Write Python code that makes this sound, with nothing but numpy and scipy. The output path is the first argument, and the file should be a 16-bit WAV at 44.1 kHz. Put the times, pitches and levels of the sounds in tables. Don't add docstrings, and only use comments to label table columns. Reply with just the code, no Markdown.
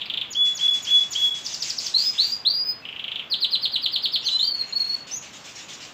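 import sys
import numpy as np
from scipy import signal
from scipy.fft import rfft, irfft
from scipy.io import wavfile
from scipy.ndimage import uniform_filter1d, map_coordinates

SR = 44100
rng = np.random.default_rng(int(sys.argv[2]) if len(sys.argv) > 2 else 0)


def wrap_up_sound(samples):
    columns = np.atleast_2d(samples).T
    tamed = np.clip(columns, -1, 1)
    steps = np.round(tamed * 32767).astype(np.int16)
    wavfile.write(sys.argv[1], SR, steps)


def gain_from_db(level_db):
    decades = np.asarray(level_db, float) / 20
    return 10 ** decades


N = 261513
AHEAD = SR // 10

# frequency in Hz, density in dB per Hz.
HUM_SPECTRUM = [(15, -29.5), (25, -15.5), (48, -6.5), (126, 1.5), (222, 1), (425, -2.5), (1090, -2),
                (1680, -5), (3050, -6), (4820, -15.5), (5820, -21), (7220, -25.5), (9980, -49),
                (13800, -26), (15800, -55)]
# frequency in Hz, level in dB.
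MAINS_LINES = [(48.4, -78)]

# peak time in seconds, peak level in dB.
EARLIER_CHIPS = [(-.058, -12), (-.02, -16)]
# peak time in seconds, peak level in dB.
CHIPS_SUNG = [(0.0179, -17.5), (0.0582, -28.5), (0.1014, -16), (0.1404, -16.5), (0.1759, -14.5),
              (0.2153, -15), (0.2468, -32), (2.8546, -23), (2.8901, -22.5), (2.9288, -25), (2.9643, -23.5),
              (2.9973, -19.5), (3.0439, -18.5), (3.0823, -19.5), (3.1195, -18), (3.16, -17),
              (3.1962, -18.5), (3.2244, -33.5)]
# seconds from its peak, pitch as a ratio, level in dB.
CHIP_SHAPE = [(-.0036, 1.34, -18), (-.0019, 1.12, -7), (0, .98, 0), (.0009, .89, -5), (.0018, .76, -11),
              (.003, .63, -17)]

# delay in seconds, level in dB.
WALL_ECHOES = [(.0048, -6), (.0069, -15), (.009, -15.5), (.0145, -25.5)]
# frequency in Hz, time to fall 60 dB in seconds.
ROOM_DECAY = [(2000, 0.42), (4000, 0.3), (8000, 0.37), (15000, 0.15)]
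# multiple of the pitch, level in dB.
VOICE_OVERTONES = [(2, -35.5), (3, -36.5), (4, -41), (5, -53)]
# frequency in Hz, gain in dB.
BEAK_COLOUR = [(5000, -9.5), (6400, -7), (7300, 8), (8600, -4), (9800, -10.5), (11500, -8), (13000, 1.5),
               (15000, 16), (16000, -5.5)]

# start in seconds, length in seconds, first pitch in Hz, last pitch in Hz, level in dB.
SECOND_VOICE = [(.056, .01, 5270, 3700, -35), (2.62, 0.087, 2500, 2390, -54.5),
                (2.68, .06, 4330, 4290, -39.5), (4.29, 0.17, 6980, 7050, -47),
                (4.27, .235, 2900, 3180, -35.5), (4.55, 0.65, 2600, 2760, -57),
                (4.6, 0.024, 4300, 4150, -26.5), (2.498, .005, 6400, 4500, -38.5),
                (4.3, .06, 7900, 8700, -55.5)]
LINK_SLURS = [
    (2.645, 0.076, 5015, 5014, -25.5),
    (4.29, .09, 3900, 4126, -22.5),
]
HOARSE_SCRAPS = [(2.82, 0.027, 2690, 2580, -43.5), (4.22, 0.055, 5210, 6780, -40.5),
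                 (4.225, .06, 2596, 3576, -36), (4.24, .045, 5580, 6300, -39.5),
                 (4.29, .08, 4980, 5180, -43.5), (4.675, 0.027, 6830, 6740, -42)]
HIGH_NOTES = [
    (5.11, .012, 5220, 6030, -29.5),
    (5.119, .04, 6030, 6253, -26),
    (5.155, 0.021, 6650, 6710, -30),
]
# share of length, share of pitch move, level in dB.
SLUR_SHAPE = [(0, 0.014, -10.5), (.15, .15, -3.5), (.8, .8, 0.5), (1, 1, -9.5)]

# start in seconds, pitch in Hz, level in dB.
LEAD_INS = [(0.304, 6890, -26), (.548, 6860, -18.5), (.822, 6900, -21), (1.105, 6930, -18.5)]
# share of length, pitch as a ratio, level in dB.
LEAD_SHAPE = [(0, 1, -8), (.15, 1, -1), (.55, .985, -2), (.78, .88, -7), (.92, .72, -5), (1, .58, -4)]

# start in seconds, length in seconds, level in dB.
HELD_WHISTLES = [(0.349, .178, -18.5), (0.591, .2, -16), (0.869, .165, -14.5), (1.151, .19, -14)]
HELD_PITCHES = [3400, 3402, 3390, 3366]
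# share of length, level in dB.
HELD_SWELL = [(0, -10.5), (.1, -4.5), (.5, 0), (.8, -5.5), (1, -10)]

# start in seconds, hold in seconds, high part in dB, low part in dB.
FLOCK_BURSTS = [(0.443, 0.056, -53.5, -52), (0.582, 0.076, -53.5, -49), (0.727, .06, -52, -50.5),
                (0.839, .07, -53, -47.5), (0.928, 0.1, -52, -50), (1.107, 0.15, -52, -52),
                (1.336, 0.056, -51.5, -53), (1.44, 0.11, -49.5, -52), (1.613, 0.085, -47, -48.5),
                (1.791, 0.09, -47.5, -51), (1.969, 0.088, -49.5, -52), (2.122, 0.12, -53, -50.5),
                (2.245, 0.072, -54, -54.5), (4.207, .05, -69, -56), (4.258, .08, -58.5, -67),
                (4.38, .05, -62.5, -70.5), (4.541, .17, -66.5, -54.5), (4.761, 0.21, -63.5, -55),
                (5.063, 0.055, -57, -52), (5.213, .05, -59, -51), (5.322, 0.048, -56, -55.5),
                (5.435, 0.064, -55, -52.5), (5.543, 0.064, -55, -51.5), (5.676, 0.068, -54, -51.5),
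                (5.793, 0.06, -55, -50.5)]
# frequency in Hz, density in dB per Hz.
FLOCK_HIGH_SPECTRUM = [(2060, -33), (3500, 2), (4230, -6), (4710, -2), (7000, -2), (7410, -5), (9240, -30),
                       (12600, -37), (14500, -25), (15800, -41)]
FLOCK_LOW_SPECTRUM = [(880, -49), (1500, -10.5), (2480, -1), (2870, 2), (3260, -6), (3580, -13),
                      (4200, -3.5), (5460, -41.5), (9240, -120)]

# time in seconds, depth in dB.
LEVEL_DIPS = [(.676, -28), (0.705, -14), (1.003, -15), (1.303, -16.5), (1.979, -7), (2.495, -7),
              (3.752, -8.5), (3.853, -10.5), (3.951, -10), (4.379, -11.5), (4.532, -14), (4.562, 0),
              (4.79, -9.5), (4.839, -13), (4.959, -20), (4.994, -4)]

# flick time in seconds, glide length in seconds, bend pitch in Hz, glide level in dB, flick level in dB.
SLIDE_TRILL = [(1.4653, 0.029, 5850, -33, -18), (1.545, 0.025, 5800, -35, -19),
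               (1.626, .03, 5600, -30, -15), (1.7052, .032, 5690, -31, -15.5),
               (1.788, 0.027, 5650, -33, -14.5), (1.868, 0.04, 5700, -31.5, -16)]
SWOOP_TRILL = [(3.3408, .036, 3980, -18.5, -13.5), (3.4473, .038, 3870, -17.5, -12.5),
               (3.555, .043, 3890, -17.5, -15), (3.6566, .038, 4040, -19.5, -12),
               (3.7627, .04, 3800, -19, -12.5), (3.8625, .041, 3920, -19, -10.5),
               (3.962, .04, 3980, -18, -11), (4.058, 0.031, 4034, -19, -10.5), (4.16, .036, 4030, -18, -11),
               (4.287, .04, 3965, -19, -13.5)]
# share of length, share of fall, level in dB.
GLIDE_SHAPE = [(0, 0.029, -17), (.3, .31, -11), (.6, .7, -1), (.8, .9, -0.5), (1, 1, -5)]
# seconds from its peak, pitch as a ratio, level in dB.
FLICK_SHAPE = [(-.006, 1, -8), (-.0018, .92, -7), (0, .85, 0), (.0012, .78, -7), (.0036, .66, -16)]

# time in seconds, pitch in Hz, level in dB.
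WINDING_WHISTLES = [
    [(1.94, 3970, -22.5), (1.951, 4123, -12.5), (1.995, 4635, -22), (2.045, 5040, -25.5), (2.08, 5056, -17),
     (2.125, 4987, -36)],
    [(4.392, 3600, -17), (4.405, 4000, -23), (4.428, 4197, -18.5), (4.456, 4750, -24.5),
     (4.49, 4605, -25.5), (4.538, 4355, -24), (4.625, 4293, -27.5)],
    [(4.725, 4260, -24.5), (4.745, 4396, -32), (4.77, 4354, -16.5), (4.835, 4265, -25), (4.885, 4348, -22),
     (4.96, 4390, -25.5), (5, 4390, -36)],
]
# start in seconds, length in seconds, first pitch in Hz, last pitch in Hz, level in dB.
RISING_WHISTLES = [
    (2.179, .19, 3475, 4870, -13),
    (2.45, .205, 3505, 4894, -14),
]


def along(points, hz):
    f, v = np.transpose(points)
    return np.interp(np.log(hz + 1), np.log(f + 1), v)


def wobble(rate, n):
    knots = rng.standard_normal(int(n * rate / SR) + 4)
    return map_coordinates(knots, [np.arange(n) * rate / SR])


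def hiss(spectrum, patchy_db, lo_hz, hi_hz):
    hz, _, z = signal.stft(rng.standard_normal(N + 2048), SR, nperseg=2048)
    field = uniform_filter1d(rng.standard_normal(z.shape), size=24, axis=0)
    field = uniform_filter1d(field, size=2, axis=1)
    z = z * gain_from_db(patchy_db * field / field.std() + along(spectrum, hz)[:, None])
    in_band = (hz > lo_hz) & (hz < hi_hz)
    band = signal.istft(z * in_band[:, None], nperseg=2048)[1]
    return signal.istft(z, nperseg=2048)[1][:N] / band.std()


def whistle(song, rows, scoop, waver, bright_db, count=4):
    s, hz, db = np.transpose(rows)
    t = np.arange(s[0], s[-1], 1 / SR)
    age = t - s[0]
    pitch = np.interp(t, s, hz) * (1 - scoop * np.exp(-age / 0.0064) + waver * wobble(60, len(t)))
    phase = 2 * np.pi * (np.cumsum(pitch) / SR + rng.random())
    tone = np.sin(phase)
    for k, over_db in VOICE_OVERTONES[:count]:
        heard = k * pitch < 17000
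        gain = gain_from_db(over_db + bright_db + along(BEAK_COLOUR, k * pitch))
        tone += heard * gain * np.sin(k * phase)
    fade = np.clip(np.minimum(age, t[-1] - t) / .0008, 0, 1)
    start = AHEAD + round(s[0] * SR)
    song[start:start + len(t)] += gain_from_db(np.interp(t, s, db)) * fade * tone


def outdoor_hum():
    hum = gain_from_db(-49) * hiss(HUM_SPECTRUM, patchy_db=-0.14, lo_hz=25, hi_hz=1980)
    for hz, db in MAINS_LINES:
        hum += gain_from_db(db + 2) * np.sin(2 * np.pi * hz * np.arange(N) / SR)
    return hum


def chips(song):
    for s, db in EARLIER_CHIPS + CHIPS_SUNG:
        hz = 3225 + 50 * (db + 18.0)
        rows = np.multiply(CHIP_SHAPE, [1, hz, 1]) + [s, 0, db]
        whistle(song, rows, scoop=0, waver=.02, bright_db=-1.5)


def room(x, wet_db, onset, turn, count):
    hz, t, z = signal.stft(rng.standard_normal((count, SR)), SR, nperseg=256)
    decay = gain_from_db(-60 * t / along(ROOM_DECAY, hz)[:, None])
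    tails = signal.istft(z * decay, SR, nperseg=256)[1][:, :SR]
    tails *= 1 - np.exp(-np.arange(SR) / SR / onset)
    tails *= gain_from_db(wet_db) / np.linalg.norm(tails[0])
    for delay, db in WALL_ECHOES:
        spots = np.round(SR * (delay + .0002 * rng.standard_normal(count))).astype(int)
        tails[np.arange(count), spots] += gain_from_db(db + 2.9 * rng.standard_normal(count))
    turns = np.arange(len(x)) / SR / turn
    facing = np.cos(np.pi * (turns - np.arange(count)[:, None]) / count) ** 2
    sent = x * facing / np.linalg.norm(facing, axis=0)
    return x + signal.fftconvolve(sent, tails, axes=1)[:, :len(x)].sum(0)


def slurs(song):
    kinds = ((SECOND_VOICE, .009, 3), (LINK_SLURS, .003, -.6), (HOARSE_SCRAPS, .015, 3), (HIGH_NOTES, .009, 8))
    for notes, waver, bright_db in kinds:
        for s, length, first_hz, last_hz, db in notes:
            rows = np.multiply(SLUR_SHAPE, [length, last_hz - first_hz, 1]) + [s, first_hz, db]
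            whistle(song, rows, .01, waver, bright_db)


def lead_ins(song):
    for s, hz, db in LEAD_INS:
        rows = np.multiply(LEAD_SHAPE, [.032, hz, 1]) + [s, 0, db]
        rows[:, 2] += -9.5 * (rows[:, 1] > .9 * hz)
        whistle(song, rows, scoop=0, waver=.003, bright_db=11, count=1)


def held_whistles(song):
    for (s, length, db), hz in zip(HELD_WHISTLES, HELD_PITCHES):
        rows = np.multiply(HELD_SWELL, [length, 1]) + [s, db]
        whistle(song, np.insert(rows, 1, hz, axis=1), scoop=.13, waver=0.0022, bright_db=-3.5)


def flock():
    rise_s, fade_s = 0.015, 0.059
    s, hold, high_db, low_db = np.transpose(FLOCK_BURSTS)[..., None]
    age = np.arange(N) / SR - s
    shape = np.clip(age / rise_s, 0, 1) * np.exp(-np.clip(age - hold, 0, None) / fade_s)
    high = (gain_from_db(high_db) * shape).max(0) * hiss(FLOCK_HIGH_SPECTRUM, patchy_db=2.5, lo_hz=7300, hi_hz=8300)
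    low = (gain_from_db(low_db) * shape).max(0) * hiss(FLOCK_LOW_SPECTRUM, patchy_db=1.8, lo_hz=1900, hi_hz=2500)
    return (high + low) * gain_from_db(0.3 * wobble(120, N))


def level_dips():
    t = np.arange(N) / SR
    drops = [(s, .004, db) for s, db in LEVEL_DIPS]
    drops += [(s + length + 0.055, 0.046, -5) for s, length, _ in HELD_WHISTLES]
    return gain_from_db(sum(db * np.exp(-((t - s) / half) ** 2) for s, half, db in drops))


def trills(song):
    for trill, fall_hz, swell, bright_db in ((SLIDE_TRILL, 1400, 1, 8), (SWOOP_TRILL, 1220, 1.08, 0.99)):
        for s, length, bend_hz, glide_db, flick_db in trill:
            start = s + FLICK_SHAPE[0][0] + 0.0012 - length
            glide = np.multiply(GLIDE_SHAPE, [length, -fall_hz, swell]) + [start, bend_hz + fall_hz, glide_db]
            whistle(song, glide, 0, .006, bright_db)
            flick = np.multiply(FLICK_SHAPE, [1, bend_hz, 1]) + [s, 0, flick_db]
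            whistle(song, flick, 0, .006, bright_db=-1)


def winding_whistles(song):
    for rows in WINDING_WHISTLES:
        whistle(song, rows, scoop=.04, waver=0.0034, bright_db=-2.6)


def rising_whistles(song):
    climb_s, creep = .03, .08
    push_s, sag_s, sag_db = .02, 0.032, -13.5
    for s, length, first_hz, last_hz, db in RISING_WHISTLES:
        age = np.linspace(0, length, num=60)
        risen = (1 - creep) * (1 - np.exp(-age / climb_s)) + creep * age / length
        level = db - 12 * np.clip(1 - age / push_s, 0, 1)
        level += sag_db * (1 - np.exp(-np.clip(age - push_s, 0, 1) / sag_s))
        level -= 12 * np.clip(1 - (length - age) / .04, 0, 1)
        pitch = first_hz + (last_hz - first_hz) * risen
        whistle(song, np.c_[s + age, pitch, level], scoop=.1, waver=.005, bright_db=-2.5)


def canary():
    song = np.zeros(AHEAD + N)
    for sing in (chips, slurs, lead_ins, held_whistles, trills, winding_whistles, rising_whistles):
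        sing(song)
    return song


def scene():
    hum = outdoor_hum()
    in_room = room(canary(), wet_db=-3.5, onset=0.0036, turn=0.3494, count=3)
    bird = in_room[AHEAD:] * level_dips()
    return (bird + flock() + hum)[None]


def top_cut(x):
    return signal.sosfilt(signal.butter(12, 15940, fs=SR, output="sos"), x)


def record(dry):
    hz = np.fft.rfftfreq(N, 1 / SR)
    bass_cut = hz ** 2 / (hz ** 2 + 36 ** 2)
    mix = irfft(rfft(dry) * (hz < 15900) * bass_cut, N)
    return top_cut(mix)


dry = scene()
out = record(dry)
wrap_up_sound(out)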